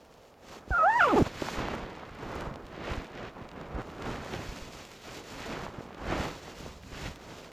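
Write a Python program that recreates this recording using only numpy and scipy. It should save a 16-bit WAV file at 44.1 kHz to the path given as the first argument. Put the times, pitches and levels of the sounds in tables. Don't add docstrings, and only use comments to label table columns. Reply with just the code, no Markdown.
import sys
import numpy as np
from scipy import signal
from scipy.fft import rfft, irfft, next_fast_len
from scipy.io import wavfile
from scipy.ndimage import uniform_filter1d

SR = 44100
rng = np.random.default_rng(int(sys.argv[2]) if len(sys.argv) > 2 else 0)


def amplitude_ratio(level_db):
    exponent = np.asarray(level_db, float) / 20
    return 10 ** exponent


def generate_wav(sig):
    pcm = np.round(np.clip(np.atleast_2d(sig).T, -1, 1) * 32767).astype(np.int16)
    wavfile.write(sys.argv[1], SR, pcm)


N = 331835
TIME = np.arange(N) / SR

# [t/s, tooth rate f/Hz, level/dB, lean to one row of teeth/dB, third partial/dB]
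ZIP_START = [
    (.71, 790, -42, 3, -66),
    (.724, 760, -33, -4, -62),
    (.749, 684, -26, -13, -62),
    (.772, 716, -27, -23, -64),
    (.8, 640, -23.5, -24, -57),
    (.825, 632, -23, -14, -53),
]
# [t/s, tooth rate f/Hz, level/dB, lean/dB, third partial/dB]
ZIP_PULL = [
    (.842, 637.3, -23, 0, -59),
    (.858, 722, -28.5, 6, -60),
    (.876, 796, -29.5, 10, -62),
    (.9, 878, -31.5, 8, -54),
    (.934, 918.4, -32, 0, -49),
    (.965, 970, -33, 10, -61),
]
# [t/s, tooth rate f/Hz, level/dB, lean/dB, third partial/dB]
ZIP_DRAG = [
    (.984, 985, -35, 5, -52),
    (1.008, 765, -21, -7, -39),
    (1.037, 714, -21, -12, -47),
    (1.068, 552.8, -30, 1, -48),
    (1.088, 480, -32.5, 2, -33),
    (1.114, 415, -31, -3.5, -31),
    (1.13, 340, -34, 9, -39),
    (1.14, 281, -28, 5, -35),
    (1.151, 205, -33, 6, -42),
]
# [t/s, tooth rate f/Hz, level/dB, lean/dB, third partial/dB]
ZIP_TUG = [
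    (1.168, 455.5, -26, 3, -40),
    (1.186, 372.4, -27.5, 7.5, -32),
    (1.198, 300, -34, 12, -39),
    (1.211, 233, -26, 4, -31),
    (1.218, 185, -23, 0, -38),
    (1.2235, 150, -22, -3, -43),
]
# [t/s, share of speed lost]
SNAGS = [
    (1.014, 0.043),
    (1.028, 0.1124),
    (1.048, 0.136),
    (1.06, 0.02),
    (1.075, 0.078),
    (1.093, 0.051),
    (1.101, 0.091),
]
# [fourth partial/dB, wobble 0-1]
FREE = (-67, 0.009)
GRITTY = (-49.5, 0.022)
# [f/Hz, width/Hz, boost/dB]
TAPE_RINGS = [
    (900, 300, 4),
    (2680, 320, 12),
    (3400, 250, 7),
]
# [f/Hz, level/dB per Hz]
RASP = [(150, -30), (400, -2), (1200, -2), (2700, -6), (3800, -14), (6000, -40)]

# [f/Hz, level/dB per Hz]
PUSH = [(12, -26), (20, -3.5), (48, 1), (161, -4.5), (253, -9), (300, -12.5), (390, -24), (660, -120)]
RUB = [(59, -16), (100, -5), (162, -3.5), (271, -3), (434, -3.5), (1310, -10), (2500, -26), (3250, -40),
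       (5500, -120)]
SCRAPE = [(700, -55), (1300, -3.5), (1900, 0), (3000, -5), (4500, -13), (7500, -26), (9000, -62)]
SWISH = [(1470, -23), (2500, -4), (3720, -5), (4830, -5.5), (7240, -8.5), (8830, -21), (12600, -20.5),
         (14100, -24), (14900, -29), (15600, -37)]
# [peak t/s, rise/s, fall/s, rub level/dB, scrape share/dB]
MOVES = [(.2, .9, 0.19, -70, -18), (.523, 0.11, 0.2, -47, -15.5), (.8, 0.21, 0.43, -51, -14),
         (1.042, 0.07, 0.29, -44, -12), (1.201, 0.37, 0.089, -41, -14.5),
         (1.268, 0.048, 0.026, -38.5, -4.5), (1.47, 0.36, 0.99, -40.5, -5),
         (1.6, 0.092, 0.22, -35.5, -6), (1.95, 0.19, 0.22, -49.5, -25), (2.24, 0.16, .12, -44, -9.5),
         (2.32, 0.13, 0.21, -40.5, -10.5), (2.42, 0.21, 0.19, -41.5, -12.5),
         (2.38, 0.34, 0.61, -45, -26), (2.918, 0.28, 0.21, -37.5, -6), (3.2, 0.2, 0.15, -45, -7.5),
         (3.28, 0.21, 0.031, -42.5, -8), (3.426, 0.2, 0.088, -45, -11), (3.593, 0.17, 0.17, -44, -11.5),
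         (3.766, 0.18, 0.13, -40, -16), (3.812, 0.097, 0.033, -40.5, -12), (3.9, .15, 0.12, -45.5, -12),
         (4.079, 0.15, 0.21, -36.5, -11), (4.348, 0.47, 0.33, -41.5, -8.5), (4.57, 0.77, 0.45, -50, -13),
           (4.753, 0.064, 0.54, -51, -35), (5.075, 0.069, 0.14, -45, -15), (5.19, 0.16, 0.083, -47.5, -8.5),
           (5.325, 0.097, .12, -46, -11), (5.43, 0.15, 0.12, -47.5, 0.5), (5.54, 0.16, 0.2, -38.5, -6),
           (5.62, 0.063, 0.15, -46, -9), (5.78, 0.89, 0.87, -48, -10.5), (6.07, 0.13, 0.092, -40.5, -12.5),
           (6.16, 0.18, 0.2, -34, -8), (6.25, .1, 0.15, -38.5, -8), (6.49, 0.18, 0.127, -48, -12),
           (6.66, 0.17, 0.16, -47, -17), (6.95, 0.064, 0.11, -48.5, 0), (7.06, 0.22, 0.11, -42.5, -6.5),
           (7.311, 0.35, 0.37, -48.5, -26),
         (2.87, 0.086, 0.12, -59, 6),
    (6.11, 0.056, 0.098, -34.5, -7),
    (1.739, 0.043, 0.18, -39.5, -20.5),
    (3.21, 0.093, 0.094, -53, 2.5),
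    (4.338, 0.039, 0.047, -39.5, -4),
    (5.789, 0.032, 0.062, -56, -18),
    (6.22, 0.16, 0.093, -42, -3),
]
# [peak t/s, rise/s, fall/s, swish level/dB]
BRUSHES = [(.3, 0.96, 0.061, -76), (.48, 0.089, .08, -66.5), (0.535, 0.087, 0.072, -61.5),
           (.58, 0.065, .045, -66), (.71, 0.056, 0.54, -65.5), (.95, 0.39, .3, -67.5),
           (1.049, 0.14, 0.22, -56), (1.203, 0.13, 0.11, -54), (1.27, .06, .03, -58),
           (1.508, 0.3, 0.21, -52), (1.695, 0.04, 0.26, -64.5), (2.33, .25, 0.17, -66),
           (2.43, 0.17, 0.13, -66.5), (2.669, 0.049, 0.16, -76), (2.925, 0.13, 0.17, -62),
           (3.28, 0.18, 0.03, -78), (3.58, 0.056, 0.063, -84), (3.899, 0.31, 0.12, -72),
           (4.092, 0.19, 0.26, -62), (4.33, 0.2, 0.22, -58), (4.43, 0.055, 0.73, -57.5),
           (4.738, 0.048, 0.74, -62), (5.07, 0.09, 0.13, -58), (5.183, 0.15, 0.051, -57),
           (5.28, 0.059, 0.66, -60.5), (5.635, 1, 0.084, -62.5), (5.833, 0.13, 0.04, -67.5),
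           (6.09, 0.15, .15, -63.5), (6.205, 0.15, 0.3, -54.5), (6.467, 0.087, 0.12, -61),
           (6.635, 0.28, 0.23, -59.5), (7.061, 0.29, 0.13, -55.5), (7.23, 0.13, 0.18, -67),
           (7.39, 0.22, 0.17, -60.5)]
# [peak t/s, rise/s, fall/s, push level/dB]
PRESSES = [
    (.715, 0.063, 0.065, -45),
    (1.22, 0.13, 0.029, -33),
    (2.17, 0.19, 0.34, -45.5),
    (2.491, 0.14, .1, -43),
    (3.5, .15, 0.16, -59),
    (4.5, 0.21, 0.55, -51),
    (6.68, 0.26, 0.16, -47),
    (6.87, 0.14, 0.096, -45.5),
    (7.07, 0.093, 0.11, -42),
]
# [t/s, creases per second]
CRINKLE = [(0, 43), (.34, 40), (.4, 8.4), (1.75, 8.3), (1.85, 70), (2.7, 74), (3.3, 99), (4.0, 110),
           (4.4, 12), (5.55, 12), (5.8, 44), (6.05, 8), (7.1, 10), (7.52, 49)]

# [t/s, level/dB peak, f/Hz, cycles, first swing in -1
KNOCKS = [
    (1.2236, -12.5, 125, 0.57, -1),
    (1.4206, -20.5, 370, 1.2, 1),
    (1.4242, -22, 560, 1.3, 1),
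    (1.4862, -20, 1200, 2.7, 1),
    (1.6852, -20, 1050, 1.6, 1),
    (6.1248, -19, 325, 0.83, 1),
    (6.1405, -28, 600, 0.73, -1),
    (7.058, -27.5, 201, 0.64, -1),
]
# [t/s, level/dB peak, f/Hz, cycles, first swing in -1 or out 1]
SEATING = [
    (.6775, -37, 320, 1.1, 1),
    (0.706, -24.5, 523, 0.73, -1),
    (0.707, -23, 80, 2.3, 1),
]
# [t/s, level/dB peak, f/Hz, cycles]
POPS = [(1.975, -29.5, 440, 0.32), (2.034, -32, 850, 1.2), (2.226, -36.5, 581, 0.73),
        (2.265, -35, 272, 1.1), (2.558, -33, 650, 1.1), (2.778, -32, 334, 0.77), (3.408, -39, 388, 0.62),
        (3.515, -56, 374, 1.2), (3.556, -40, 361, 1.1), (3.577, -36.5, 260, 1.5), (3.762, -31, 295, 1),
        (3.877, -32, 624, 1.5), (4.262, -30, 875, 1.9), (5.666, -24, 850, 0.78), (5.682, -29, 800, .7),
        (5.781, -38, 460, 1.6), (5.807, -30.5, 463, 1.3), (5.907, -36, 800, 0.8), (5.947, -38, 514, 1.1),
        (6.001, -43, 891, 1.9), (6.48, -31, 650, 1.1), (6.606, -41, 304, 1.5), (6.663, -29.5, 466, 0.63),
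        (6.918, -35.5, 225, 0.67), (7.227, -47, 412, 1.3), (7.417, -37.5, 476, 1.3)]
# [t/s, level/dB peak, share of air/dB]
TICKS = [(1.4171, -26, -28), (1.5019, -33, -35), (1.751, -35, -15), (2.149, -48, -10), (2.318, -43, -18),
         (2.355, -41, -7), (2.409, -28.5, -19), (2.54, -33, -32), (2.558, -32, -29), (2.667, -35, -24),
         (2.764, -38, -27), (2.841, -34, -28), (2.9032, -28, -33), (3.0454, -36, -24), (3.176, -30, -32),
         (3.49, -32, -38), (3.7517, -37, -27), (3.818, -34.5, -25), (3.901, -33, -28), (4.023, -27, -29.5),
         (4.2473, -30.5, -23), (4.289, -40, -26), (4.313, -37, -24), (4.337, -23, -31),
         (4.7337, -32.5, -24), (5.0992, -39, -25), (5.929, -36, -33), (6.4571, -45, -23), (7.159, -33, -20),
         (7.4463, -34, -26)]
# [t/s, level/dB peak, share of air/dB]
FAINT_TICKS = [(0.0503, -49.5, -9), (0.0584, -52, -13), (0.0914, -56, -21), (0.1261, -48, -23),
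               (0.1404, -44, -19), (0.1655, -55, -23), (0.1854, -59, -19), (0.2064, -60, -27),
               (0.2184, -61, -15), (0.2334, -49, -20), (0.2513, -51, -23), (0.278, -55, -24),
               (0.3411, -46, -32), (0.3735, -59, -22), (0.407, -61, -19), (0.4434, -50, -21),
               (0.5375, -45, -30), (0.5574, -45, -29), (0.5924, -52, -20), (1.9699, -44, -25),
               (2.0524, -45, -27), (2.0906, -44, -27), (2.2254, -47.5, -24), (2.6539, -42, -25),
               (2.705, -54, -26), (2.7257, -49, -22), (2.801, -49, -30), (2.8564, -36, -22),
               (2.8754, -45, -26), (3.021, -39, -27), (3.0686, -39, -30), (3.1004, -47, -26),
               (3.1173, -41, -30), (3.1344, -57, -24), (3.2286, -55, -26), (3.267, -42, -32),
               (3.2764, -49, -26), (3.3528, -47, -28), (3.5153, -36, -31), (3.5604, -50, -28),
               (3.6128, -38, -24), (3.6316, -51, -24), (3.6561, -52, -26), (3.691, -54, -29),
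               (3.71, -52, -26), (3.7239, -43, -27), (3.8726, -42, -21), (5.7254, -51, -25),
               (5.7404, -49, -26), (5.946, -35, -29), (6.835, -37, -23),
               (2.17, -44, -26), (2.206, -46, -26), (2.327, -42, -26), (2.418, -46, -26), (2.464, -48, -24),
              (3.95, -42, -26), (3.983, -41, -30), (4.16, -31, -26), (4.208, -40, -30), (4.5724, -38, -23),
              (4.935, -38.5, -30), (5.642, -46, -24), (5.651, -36, -24), (5.864, -46, -24),
              (5.9807, -41, -21), (6.075, -38, -22), (6.193, -41, -18), (6.354, -43, -16),
              (6.887, -50, -24), (7.112, -49, -30), (7.192, -47, -20), (7.213, -56, -20), (7.25, -53, -20),
              (7.277, -46, -15), (7.4793, -48, -23), (7.491, -46, -20), (7.518, -40, -15)]
# [t/s, level/dB peak, f/Hz, cycles]
BUMPS = [(1.264, -30, 141.9, 1.7), (1.581, -27.5, 38.5, 0.57), (1.828, -38.5, 49, 1.1),
         (2.249, -44, 32.3, 1.2), (2.473, -32, 51.4, 1.1), (2.638, -39, 40.4, 0.71),
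         (2.513, -31, 110, 0.56), (2.913, -27.5, 70, 0.83), (2.977, -28, 54, 0.79), (3.415, -40, 132, 1.5),
         (3.743, -29.5, 81, 3.9), (3.789, -42, 32.3, 1.3), (4.361, -33, 119, 0.95), (4.39, -33.5, 113, 1.3),
         (4.488, -32, 38.5, 0.6), (4.619, -36.5, 32.5, 0.48), (5.352, -49, 36, 1.4), (5.784, -31, 171, 1.6),
         (6.198, -27.5, 116, 1.3), (6.749, -50, 32.3, 1.46), (6.929, -34.5, 56.7, 0.6),
         (7.057, -35, 54.5, 0.62), (7.112, -40, 60, .7)]

# [f/Hz, level/dB per Hz]
TAPE_HISS = [(200, -34), (450, -3), (600, 1.5), (900, 1), (1800, -7.5), (3500, -46)]
# [f/Hz, level/dB per Hz]
ROOM = [(12, -43), (20, -8), (274, -6), (352, -10.5), (440, -2), (535, -3.5), (1270, -13), (6930, -54),
        (8430, -40.5), (15600, -37)]


def zipper():
    s, *columns = np.vstack([ZIP_START, ZIP_PULL, ZIP_DRAG, ZIP_TUG]).T
    hz, level_db, lean_db, third_db = (np.interp(TIME, s, column) for column in columns)
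    grit = np.clip((TIME - 0.985) / 0.02, 0, 1)
    fourth_db, wobble = (free + (gritty - free) * grit for free, gritty in zip(FREE, GRITTY))
    for at, lost in SNAGS:
        hz = hz * (1 - lost * np.exp(-((TIME - at) / 0.00399) ** 2))
    uneven_hz = hz * (1 + wobble * walk(300) + 0.5 * wobble * walk(600))
    phase = 2 * np.pi * np.cumsum(uneven_hz) / SR

    def ring_db(k):
        return sum(db * np.exp(-((k * hz - f) / width) ** 2) for f, width, db in TAPE_RINGS)

    asleep_db = -12 * np.clip((0.79 - TIME) / 0.02, 0, 1)
    partial_db = [level_db + lean_db, level_db, third_db, fourth_db + ring_db(4) + asleep_db]
    speed_db = (60 - 64 * grit) * np.log2(hz / 960)
    for k in range(5):
        ringing_db = grit * (1 + ring_db(k + 5) / (0.6 * k + 1.3))
        partial_db.append(-60 - 3.5 * k + ringing_db + speed_db)

    tone = np.zeros(N)
    for k, db in enumerate(partial_db):
        shake_db = walk(200) + 1.2 * grit * walk(450)
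        shake_db = shake_db + (k > 2) * 1.5 * walk(60) + (k > 1) * 3 * walk(500)
        tone += amplitude_ratio(db + shake_db) * np.sin((k + 1) * phase - 2.9 * k)

    beat_s, beat_lasts_s, teeth_per_beat = 0.8, 0.03, 7.5
    beat_level = amplitude_ratio(-38 + 1.5 * walk(90)) * np.exp(-((TIME - beat_s) / beat_lasts_s) ** 2)
    tone += beat_level * np.cos(phase / teeth_per_beat) * np.sin(phase)

    rasp_db, rasp_sharpness = -43, 2.5
    grating = np.exp(rasp_sharpness * (np.cos(phase) - 1)) * amplitude_ratio(2.5 * walk(80.6))
    tone += amplitude_ratio(rasp_db) * grit * colour(grating * rng.standard_normal(N), RASP)
    running = np.clip((TIME - s[0]) / 0.0029, 0, 1) * np.clip((s[-1] - TIME) / 0.0015, 0, 1)
    return np.sqrt(2) * tone * running


def shell():
    *moves, share_db = np.array(MOVES).T
    rubs = swells(*moves)
    brushes = swells(*np.transpose(BRUSHES))
    rub_db = summed(rubs, rest_db=-67)
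    swish_db = summed(brushes, rest_db=-79)
    scrape_db = summed(np.vstack([rubs + share_db[:, None], brushes + 6]), rest_db=-76)
    push_db = -47.5 + 1.04 * (rub_db + 42)
    push_db = summed(np.vstack([swells(*np.transpose(PRESSES)), push_db]), rest_db=-83)

    grip = walk(110)
    push = cloth(PUSH, (25, 150), walk(17), share=0.23, rate=67, spread_db=3.5, flicker_db=2, flicker_rate=8.1)
    rub = cloth(RUB, (200, 1200), grip, share=0.25, rate=800, spread_db=1, flicker_db=1.3, flicker_rate=28)
    scrape = cloth(SCRAPE, (1800, 4000), grip, share=0.41, rate=1200, spread_db=3,
                   flicker_db=0.5, flicker_rate=35)
    swish = cloth(SWISH, (6000, 14000), grip, share=0.24, rate=1100, spread_db=5,
                  flicker_db=1.5, flicker_rate=35)

    through_jacket = amplitude_ratio(push_db - 2.5) * push + amplitude_ratio(rub_db - 0.5) * rub + amplitude_ratio(scrape_db - 3.5) * scrape
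    return through_jacket + amplitude_ratio(swish_db + 0.5) * swish + crinkle(scrape_db)


def crinkle(scrape_db):
    out = np.zeros(N)
    s, rate = np.transpose(CRINKLE)
    clumps = np.exp(0.86 * walk(15))
    for at, keep, pitch, size in rng.random((1400, 4)) * [N / SR - 0.01, 186, 1, 1]:
        hz = 1800 * 6 ** (pitch ** 1.2)
        i = int(at * SR)
        if keep < np.interp(at, s, rate) * clumps[i]:
            db = scrape_db[i] + 8.5 + 5 * size - 0.69 * np.log2(hz / 3000)
            add(out, at, db, hz, cycles=2.6)
    dull = lowpass(out, 6, 7600)
    return dull + amplitude_ratio(-14) * (out - dull)


def creases():
    out, ticks, dulled = np.zeros((3, N))
    for s, db, hz, cycles in POPS:
        add(dulled, s, db + 0.5, hz, cycles)
    faint = [(s, db + 2, air_db - 3) for s, db, air_db in FAINT_TICKS]
    for s, db, air_db in TICKS + faint:
        pitch, other, late = rng.random(3)
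        add(ticks, s, db - 4, 2400 * 2.2 ** pitch, 2)
        add(ticks, s + 0.001 + 0.00232 * late, db - 9, 1800 * 3.6 ** other, 2.4)
        add(out, s, db + air_db + 9, 11000, 1.6)
    for s, db, hz, cycles in BUMPS:
        add(out, s, db, hz, cycles)
    for s, db, hz, cycles, way in KNOCKS:
        add(out, s, db, hz, cycles, way)
    for s, db, hz, cycles, way in SEATING:
        add(dulled, s, db, hz, cycles, way)
    return out + lowpass(dulled, 2, 1700) + lowpass(ticks, 4, 8000)


def tape():
    start_s, end_s = ZIP_START[0][0], ZIP_DRAG[1][0]
    running = np.clip((TIME - start_s) / 0.053, 0, 1) * np.clip((end_s - TIME) / 0.034, 0, 1)
    uneven_db = 1.8 * walk(40)
    return amplitude_ratio(-41.5 + uneven_db) * running * colour(rng.standard_normal(N), TAPE_HISS)


def room():
    return amplitude_ratio(-57) * colour(rng.standard_normal(N), ROOM)


def cloth(points, band, together, share, rate, spread_db, flicker_db, flicker_rate):
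    slipping = rng.random(N) < rate * np.exp(0.6 * walk(50)) / SR
    slip_db = spread_db * np.minimum(rng.exponential(size=N), 3)
    slips = slipping * rng.standard_normal(N) * amplitude_ratio(slip_db)
    slips /= np.sqrt(np.mean(slips ** 2))
    hiss = rng.standard_normal(N)
    raw = colour(np.sqrt(1 - share) * hiss + np.sqrt(share) * slips, points)

    size = next_fast_len(N)
    octave = np.log2(np.fft.rfftfreq(size, 1 / SR) + 1)
    spectrum = rfft(raw, size)
    lowest, highest = np.floor(np.log2(points[0][0])), np.log2(points[-1][0])
    out = np.zeros(N)
    for centre in np.arange(lowest, highest + 1):
        part = irfft(spectrum * np.clip(1 - abs(octave - centre), 0, 1), size)[:N]
        out += part * amplitude_ratio(flicker_db * (0.69 * together + 0.54 * walk(flicker_rate)))
    inside = signal.sosfilt(signal.butter(4, band, "bandpass", fs=SR, output="sos"), out)
    return out / np.sqrt(np.mean(inside ** 2))


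def add(out, s, db, hz, cycles, way=1):
    cycles = max(cycles, 0.4)
    turn = np.arange(int(3 * cycles * SR / hz)) * hz / SR
    swing = -np.sin(2 * np.pi * turn ** 0.72)
    blow = swing * np.exp(-1.6 * (turn / cycles) ** 2) * np.clip(turn / 0.28, 0.55, 1)
    i = int(s * SR)
    out[i:i + len(blow)] += way * amplitude_ratio(db) * blow[:N - i] / abs(blow).max()


def swells(peak_s, rise_s, fall_s, db):
    late = TIME - peak_s[:, None]
    distance = np.where(late < 0, -late / rise_s[:, None], late / fall_s[:, None])
    return db[:, None] - 20 * distance ** 1.505


def summed(levels_db, rest_db):
    return 10 * np.log10(np.sum(10 ** (levels_db / 10), axis=0) + 10 ** (rest_db / 10))


def walk(rate):
    k = int(SR / rate)
    held = np.repeat(rng.standard_normal(N // k + 1), k)
    return 1.3 * uniform_filter1d(uniform_filter1d(held, k), k)[:N]


def colour(x, points):
    hz, db = np.transpose(points)
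    size = next_fast_len(N)
    gain = amplitude_ratio(np.interp(np.log(np.fft.rfftfreq(size, 1 / SR) + 1), np.log(hz), db))
    y = irfft(rfft(x, size) * gain, size)[:N]
    return y / np.sqrt(np.mean(y ** 2))


def lowpass(x, order, hz):
    return signal.sosfilt(signal.butter(order, hz, fs=SR, output="sos"), x)


def scene():
    return np.tile(zipper() + shell() + creases() + tape() + room(), (2, 1))


def band_limit(x):
    return signal.sosfilt(signal.butter(12, 15700, fs=SR, output="sos"), x)


def record(dry):
    bass = lowpass(lowpass(dry[0], 1, 5200), 1, 5200)
    tilt = (1 - amplitude_ratio(-1.7)) / 2 * bass
    top = signal.sosfilt(signal.butter(3, 10200, "highpass", fs=SR, output="sos"), dry[0])
    stray = amplitude_ratio(-14.5) * top * walk(3000)
    return band_limit(dry + np.array([stray - tilt, tilt - stray]))


dry = scene()
out = record(dry)
generate_wav(out)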